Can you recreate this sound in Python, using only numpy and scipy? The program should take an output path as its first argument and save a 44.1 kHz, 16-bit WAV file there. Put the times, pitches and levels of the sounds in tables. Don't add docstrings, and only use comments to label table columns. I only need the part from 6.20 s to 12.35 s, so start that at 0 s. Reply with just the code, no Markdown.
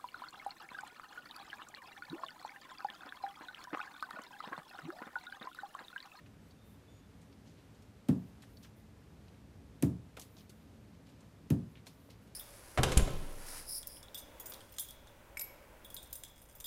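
import sys
import numpy as np
from scipy import signal
from scipy.fft import rfft, irfft
from scipy.io import wavfile

SR = 44100
rng = np.random.default_rng(int(sys.argv[2]) if len(sys.argv) > 2 else 0)


def persist_wave(psi):
    counts = np.round(np.clip(psi, -1, 1) * 32767).astype(np.int16)
    wavfile.write(sys.argv[1], SR, np.atleast_2d(counts).T)


def natural_amplitude(level_db):
    exponent = np.asarray(level_db, float) / 20
    return 10 ** exponent


N = 271215

# start in seconds, delay of the strongest push in seconds, lag of the bass in seconds,
# yard tail level in dB, tail tilt in dB per octave.
WALL_HITS = [
    (1.885, 0.011, 0.013, -45, -1.2),
    (3.623, 0.015, 0.0221, -46.5, 0.7),
    (5.302, 0.00956, 0.0226, -48, -0.24),
]
# pitch in Hz, T60 in seconds,
# then level in dB at hits 1, 2 and 3.
FRAME_MODES = [(70, 0.92, -14, -16, -13), (81.7, 0.48, -29, -6.5, -16), (95, 0.18, 2.5, -3, 6.5),
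               (110.3, 0.55, -14.5, -8, -9), (118.6, 0.96, -20, -15, -21.5), (129.3, 0.37, -8.5, 1, -2.5),
               (152, 0.44, 7.5, 4.5, 9), (174, 0.29, -11, 3, -3)]
# pitch in Hz, T60 in seconds, then level in dB at hits 1, 2 and 3.
BOARD_MODES = [(184, 0.3, 8, 4.5, 4.5), (216.6, 0.49, -26, -26, -12), (232, 0.34, -10, -0.5, 2),
               (240.2, 0.25, 6.5, -8, -14), (257.1, 0.3, 2.5, -3.5, -19), (283.1, 0.29, 1.5, 4.5, 1.5),
               (298, 0.24, -14, -3.5, -10), (335.3, 0.33, -27, -22, -17.5), (348.6, 0.32, -6.5, -1, -9.5),
               (340, 0.088, -25, -23, -31),
               (396.5, 0.293, -12, -12.5, -10), (405, .25, -25, -20, -34), (407, 0.075, -22, -26, -32),
                (443, 0.5, -28, -25, -35), (480.5, 0.2, -24, -14, -36), (508.6, 0.2, -25, -24, -17.5),
                (554, 0.093, -20.5, -26, -18), (567, 0.25, -32, -30, -32), (592, 0.34, -24, -28, -28),
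                (632, 0.24, -32, -47, -33), (697, 0.21, -31, -26, -28)]
# delay in seconds, level in dB.
YARD_ECHOES = [(.036, -6.5), (.069, -15.5)]
# start in seconds, peak in dB,
# low edge in Hz, high edge in Hz.
SLAP_CRACKS = [(1.8858, -37, 2500, 15000), (1.8872, -38, 700, 8000), (1.8903, -45, 8000, 15000),
               (1.8943, -46, 2000, 15000), (3.6242, -26, 6500, 12500), (3.6261, -29, 900, 6000),
               (3.6264, -35, 6000, 15000), (3.6293, -38, 8000, 15000), (3.6348, -41, 1800, 7000),
               (3.6378, -43, 2000, 8000), (5.3023, -36, 2000, 15000), (5.3035, -33, 7500, 14500),
               (5.3065, -35, 1500, 9000), (5.304, -36, 1200, 4500), (5.3112, -43, 2000, 15000)]
# frequency in Hz, level in dB per Hz.
TAIL_SPECTRUM = [(290, -27), (500, -3), (1200, -18), (1510, -19), (2950, -23), (3260, -26), (3820, -26),
                 (5860, -29), (15300, -26)]
# frequency in Hz, T60 in seconds.
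TAIL_DECAY = [(500, 0.34), (800, 0.43), (1200, 0.38), (2000, 0.19), (2900, 0.24), (7700, 0.34),
              (15000, 0.16)]
# start in seconds, rms in dB, T60 in seconds.
MESH_RUBS = [(.065, -69, .05), (.765, -71, .07), (1.621, -65.5, 0.076), (1.70, -75, .06),
             (2.22, -60.5, 0.16), (2.426, -63, 0.18), (3.968, -57.5, 0.11), (3.995, -50, .07),
             (4.014, -54.5, .15), (4.294, -58.5, .11), (4.868, -68, .06), (4.889, -66, .13),
             (5.661, -61, 0.058), (5.667, -54, 0.062), (5.674, -60.5, 0.15), (5.903, -62.5, 0.1),
             (6.072, -66, .065)]
# start in seconds, peak in dB, pitch in Hz.
DULL_KNOCKS = [(1.887, -38, 580), (2.222, -52, 4300), (2.369, -59, 4040), (2.427, -58, 5000),
               (3.6258, -34.5, 540), (3.968, -43, 2480), (3.9705, -48, 2330), (3.971, -45, 510),
               (3.974, -41, 1400), (3.985, -43.5, 786), (3.995, -44, 7000), (3.998, -37, 5800),
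               (4.015, -39, 6500), (4.019, -47, 8000), (4.167, -53, 3800), (4.294, -58, 6400),
               (4.295, -47, 400), (5.303, -45, 840), (5.668, -52, 930), (5.668, -42, 3580),
               (5.69, -45, 178), (5.889, -50, 520), (5.890, -52, 1000)]
# start in seconds, peak in dB, pitch in Hz.
HEAD_RINGS = [(.309, -60, 4470), (.32, -64, 3800), (2.371, -52, 4490), (2.38, -66, 3900),
              (4.297, -60, 4450), (5.672, -48, 4210)]
# moment of full speed in seconds, rms in dB,
# time speeding up in seconds, time held in seconds.
AIR_STROKES = [(.294, -79, .2, .005), (.46, -75, 0.096, .075), (2.07, -79, .2, .02), (2.3, -80, .1, .08),
               (2.44, -73, .2, .005), (2.566, -76, .03, .03), (4.0, -70, 0.075, 0.033),
               (4.2, -72, 0.33, 0.016), (4.3, -81, .015, 0.13), (5.514, -78, .25, .01),
               (5.69, -78, .04, .23), (6.018, -78, .03, .02)]
# start in seconds, rms in dB.
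STRING_WHISTLES = [(1.965, -77), (2.32, -82), (4.1, -75), (5.79, -80)]
# start in seconds, rms in dB, centre in Hz, T60 in seconds.
BRIEF_SCUFFS = [(.059, -61, 1900, .054), (.307, -69, 4380, .05), (1.012, -69, 6000, 0.11),
                (1.025, -67, 1700, .05), (1.123, -65, 3300, .05), (1.545, -68.5, 4570, .06),
                (2.222, -63.5, 2400, .1), (2.233, -59.5, 1300, 0.047), (2.428, -61, 4200, 0.18),
                (2.444, -60, 2000, .09), (3.078, -65, 3000, 0.056), (3.14, -72, 2600, .08),
                (3.967, -52.5, 2300, .08), (3.968, -54.5, 726, 0.18), (4.165, -63, 3970, 0.15),
                (4.168, -59.5, 724, .043), (4.181, -63, 3900, .15), (4.204, -63.5, 3260, .06),
                (5.004, -64.5, 5400, .07), (5.552, -62, 2300, 0.075), (5.566, -62, 2480, 0.13),
                (5.666, -55.5, 590, 0.063), (5.666, -58.5, 1710, .05), (5.68, -67.5, 3900, 0.28),
                (5.897, -61, 3320, 0.17)]
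# start in seconds, rms in dB, centre in Hz, T60 in seconds.
SOLE_DRAGS = [(1.249, -69, 4100, 0.41), (1.36, -69.5, 2600, .15), (4.72, -74, 3480, 0.1),
              (4.85, -72, 2980, 0.6)]
# start in seconds, length in seconds, start pitch in Hz, end pitch in Hz, rms in dB.
BIRD_NOTES = [(0.197, .09, 7850, 7900, -91), (.37, 0.044, 3480, 3620, -88), (0.41, .1, 3680, 3600, -80.5),
              (0.518, .06, 3600, 3660, -87), (0.68, 0.055, 3440, 3580, -80),
              (0.732, 0.053, 3560, 3550, -83), (.79, 0.078, 3560, 3500, -87),
              (0.697, 0.123, 6900, 6800, -83), (.74, .04, 6600, 6600, -92)]
# frequency in Hz, level in dB per Hz.
TOWN_SPECTRUM = [(28, -34), (47, -5.5), (112, 0.5), (139, -8.5), (165, -1.5), (190, -9.5), (215, -1),
                 (242, -11), (280, -4), (309, -13.5), (443, -14.5), (735, -21.5), (791, -22), (3610, -32.5),
                 (15000, -43.5)]


def at_hz(points, hz):
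    table = np.array(points)
    return np.interp(np.log(hz), np.log(table[:, 0]), table[:, 1])


def rms_one(x):
    return x / np.sqrt(np.mean(x ** 2) + 1e-20)


def add(out, s, piece):
    i = round(s * SR)
    out[i:i + len(piece)] += piece[:N - i]


def band(x, low_hz, high_hz):
    edges = [low_hz, min(high_hz, .45 * SR)]
    return signal.sosfilt(signal.butter(3, edges, "band", fs=SR, output="sos"), x)


def soften(x, hz):
    return signal.sosfilt(signal.butter(1, hz, fs=SR, output="sos"), x)


def below(x, hz):
    return signal.sosfilt(signal.cheby2(14, 60, hz, fs=SR, output="sos"), x)


def coloured(spectrum, size):
    hz = np.maximum(np.fft.rfftfreq(size, 1 / SR), 1)
    white = rfft(rng.standard_normal(size))
    return rms_one(irfft(white * natural_amplitude(at_hz(spectrum, hz)), size))


def drift(rate):
    knots = rng.standard_normal(N // 400)
    r = np.exp(-800 * np.pi * rate / SR)
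    slow = signal.lfilter([1], [1, -2 * r, r * r], knots)
    return np.interp(np.arange(N) / 400, np.arange(len(slow)), rms_one(slow))


def grainy(size, spread_db):
    grain_db = spread_db * np.minimum(rng.exponential(1, size), 4)
    return rms_one(rng.standard_normal(size) * natural_amplitude(grain_db))


def burst(level_db, low_hz, high_hz, rise_s, t60):
    t = np.arange(SR // 4) / SR
    rise = np.minimum(t / max(rise_s, 1e-4), 1)
    decay = natural_amplitude(-60 * np.maximum(t - rise_s, 0) / t60)
    grains = rms_one(band(grainy(len(t), spread_db=5.0), low_hz, high_hz))
    return natural_amplitude(level_db) * rise * decay * grains


def boards():
    out, t = np.zeros(N), np.arange(SR // 2) / SR
    boom_db, frame_top_hz = -31.5, 176
    for k, (s, push_s, lag_s, _, _) in enumerate(WALL_HITS):
        boom = np.zeros(len(t))
        for hz, t60, *strike_db in FRAME_MODES + BOARD_MODES:
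            turns = hz * (t - push_s) + lag_s * (np.sqrt(hz) - np.sqrt(250)) ** 2
            swell = 1 - np.exp(-(t * hz / 1.22) ** 2)
            swell *= np.sign(hz - frame_top_hz)
            level = natural_amplitude(boom_db + strike_db[k] - 60 * t / t60)
            boom -= level * swell * np.sin(2 * np.pi * turns)
        add(out, s, boom)
        for lag, echo_db in YARD_ECHOES:
            add(out, s + lag, natural_amplitude(echo_db) * boom)
    return out


def slaps():
    out, t = np.zeros(N), np.arange(300) / SR
    pulse = (t / .0003) * np.exp(-t / .0003)
    for s, peak_db, low_hz, high_hz in SLAP_CRACKS:
        crack = band(rng.standard_normal(len(t)) * pulse, low_hz, high_hz)
        add(out, s, natural_amplitude(peak_db - 1.0) * crack / np.abs(crack).max())
    return out


def yard_tail():
    out, t = np.zeros(N), np.arange(SR // 2) / SR
    edges = 450 * 2 ** np.arange(0, 5.6, .5)
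    shape = (1 + 1.1 * np.exp(-t / 0.018)) * (1 - np.exp(-t / 0.00053))
    for s, _, _, tail_db, tilt_db in WALL_HITS:
        noise = coloured(TAIL_SPECTRUM, size=len(t)) * shape
        for low, high in zip(edges, edges[1:]):
            t60 = at_hz(TAIL_DECAY, np.sqrt(low * high))
            dying_db = tail_db + tilt_db * np.log2(low / 450) - 60 * t / t60
            add(out, s, band(noise, low, high) * natural_amplitude(dying_db))
    return out


def mesh_rubs():
    out = np.zeros(N)
    for s, db, t60 in MESH_RUBS:
        dull_hz = min(6570 * 2 ** ((db + 62) / 9.5), .45 * SR)
        grains = burst(db + 3, 2300, 14000, rise_s=0.0014, t60=t60)
        add(out, s, soften(grains, dull_hz))
    return out


def tap(peak_db, hz, t60):
    t = np.arange(SR // 10) / SR
    ring = natural_amplitude(peak_db - 60 * t / t60) * np.minimum(t * hz / 0.87, 1)
    rattle = rms_one(band(rng.standard_normal(len(t)), .8 * hz, 1.3 * hz))
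    return ring * (np.sin(2 * np.pi * hz * t) + .4 * rattle)


def knocks():
    out = np.zeros(N)
    for s, peak_db, hz in DULL_KNOCKS:
        cycles = 13.3 * (hz / 1000) ** 0.19
        add(out, s, tap(peak_db, hz, cycles / hz))
    return out


def head_rings():
    out = np.zeros(N)
    for s, peak_db, hz in HEAD_RINGS:
        add(out, s, tap(peak_db, hz, t60=0.028))
    return out


def swish():
    t, gain = np.arange(N) / SR, 0
    for s, db, build_s, hold_s in AIR_STROKES:
        rising_db = -32 * np.maximum(s - t, 0) / max(build_s, 1e-3)
        falling_db = -250 * np.maximum(t - s - hold_s, 0)
        gain = gain + natural_amplitude(db + rising_db + falling_db)
    return gain * rms_one(band(rng.standard_normal(N), 9000, 15600))


def string_whistles():
    out, centre_hz, width_hz = np.zeros(N), 13350, 700
    for s, db in STRING_WHISTLES:
        low_hz, high_hz = centre_hz - width_hz / 2, centre_hz + width_hz / 2
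        add(out, s, burst(db, low_hz, high_hz, rise_s=.022, t60=.3))
    return out


def rub_layer(rows, octaves, rise_s):
    out, half = np.zeros(N), 2 ** (octaves / 2)
    for s, db, hz, t60 in rows:
        add(out, s, burst(db, hz / half, hz * half, rise_s, t60))
    return out


def scuffs():
    return rub_layer(BRIEF_SCUFFS, octaves=1.38, rise_s=0.0039)


def drags():
    return rub_layer(SOLE_DRAGS, octaves=1.6, rise_s=0.026)


def birds():
    out, waver_hz = np.zeros(N), 30 * drift(25)
    for s, length, start_hz, end_hz, level_db in BIRD_NOTES:
        u = np.linspace(0, 1, round(length * SR))
        glide_hz = start_hz + (end_hz - start_hz) * np.sqrt(u)
        hz = glide_hz + waver_hz[round(s * SR):][:len(u)]
        whistle = np.sin(2 * np.pi * np.cumsum(hz) / SR)
        add(out, s, natural_amplitude(level_db + 7) * np.sin(np.pi * u) ** 0.26 * whistle)
    return out * natural_amplitude(3 * drift(30))


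def town():
    noise = coloured(TOWN_SPECTRUM, size=N)
    lows = soften(noise, 400)
    highs = noise - lows
    return natural_amplitude(-57.5) * (lows * natural_amplitude(.8 * drift(1.5)) + highs * natural_amplitude(.45 * drift(3)))


def scene():
    wall = boards() + below(slaps(), 17100)
    stick = mesh_rubs() + knocks() + head_rings() + swish() + string_whistles()
    feet = scuffs() + drags()
    faint = below(yard_tail() + stick + feet, 16200)
    return (wall + faint + birds() + below(town(), 15550))[None]


def low_pass(x):
    return signal.sosfilt(signal.butter(12, 16680, fs=SR, output="sos"), x)


def record(dry):
    cut = signal.sosfilt(signal.butter(8, 45, "high", fs=SR, output="sos"), dry)
    return low_pass(cut)


dry = scene()
out = record(dry)
persist_wave(out)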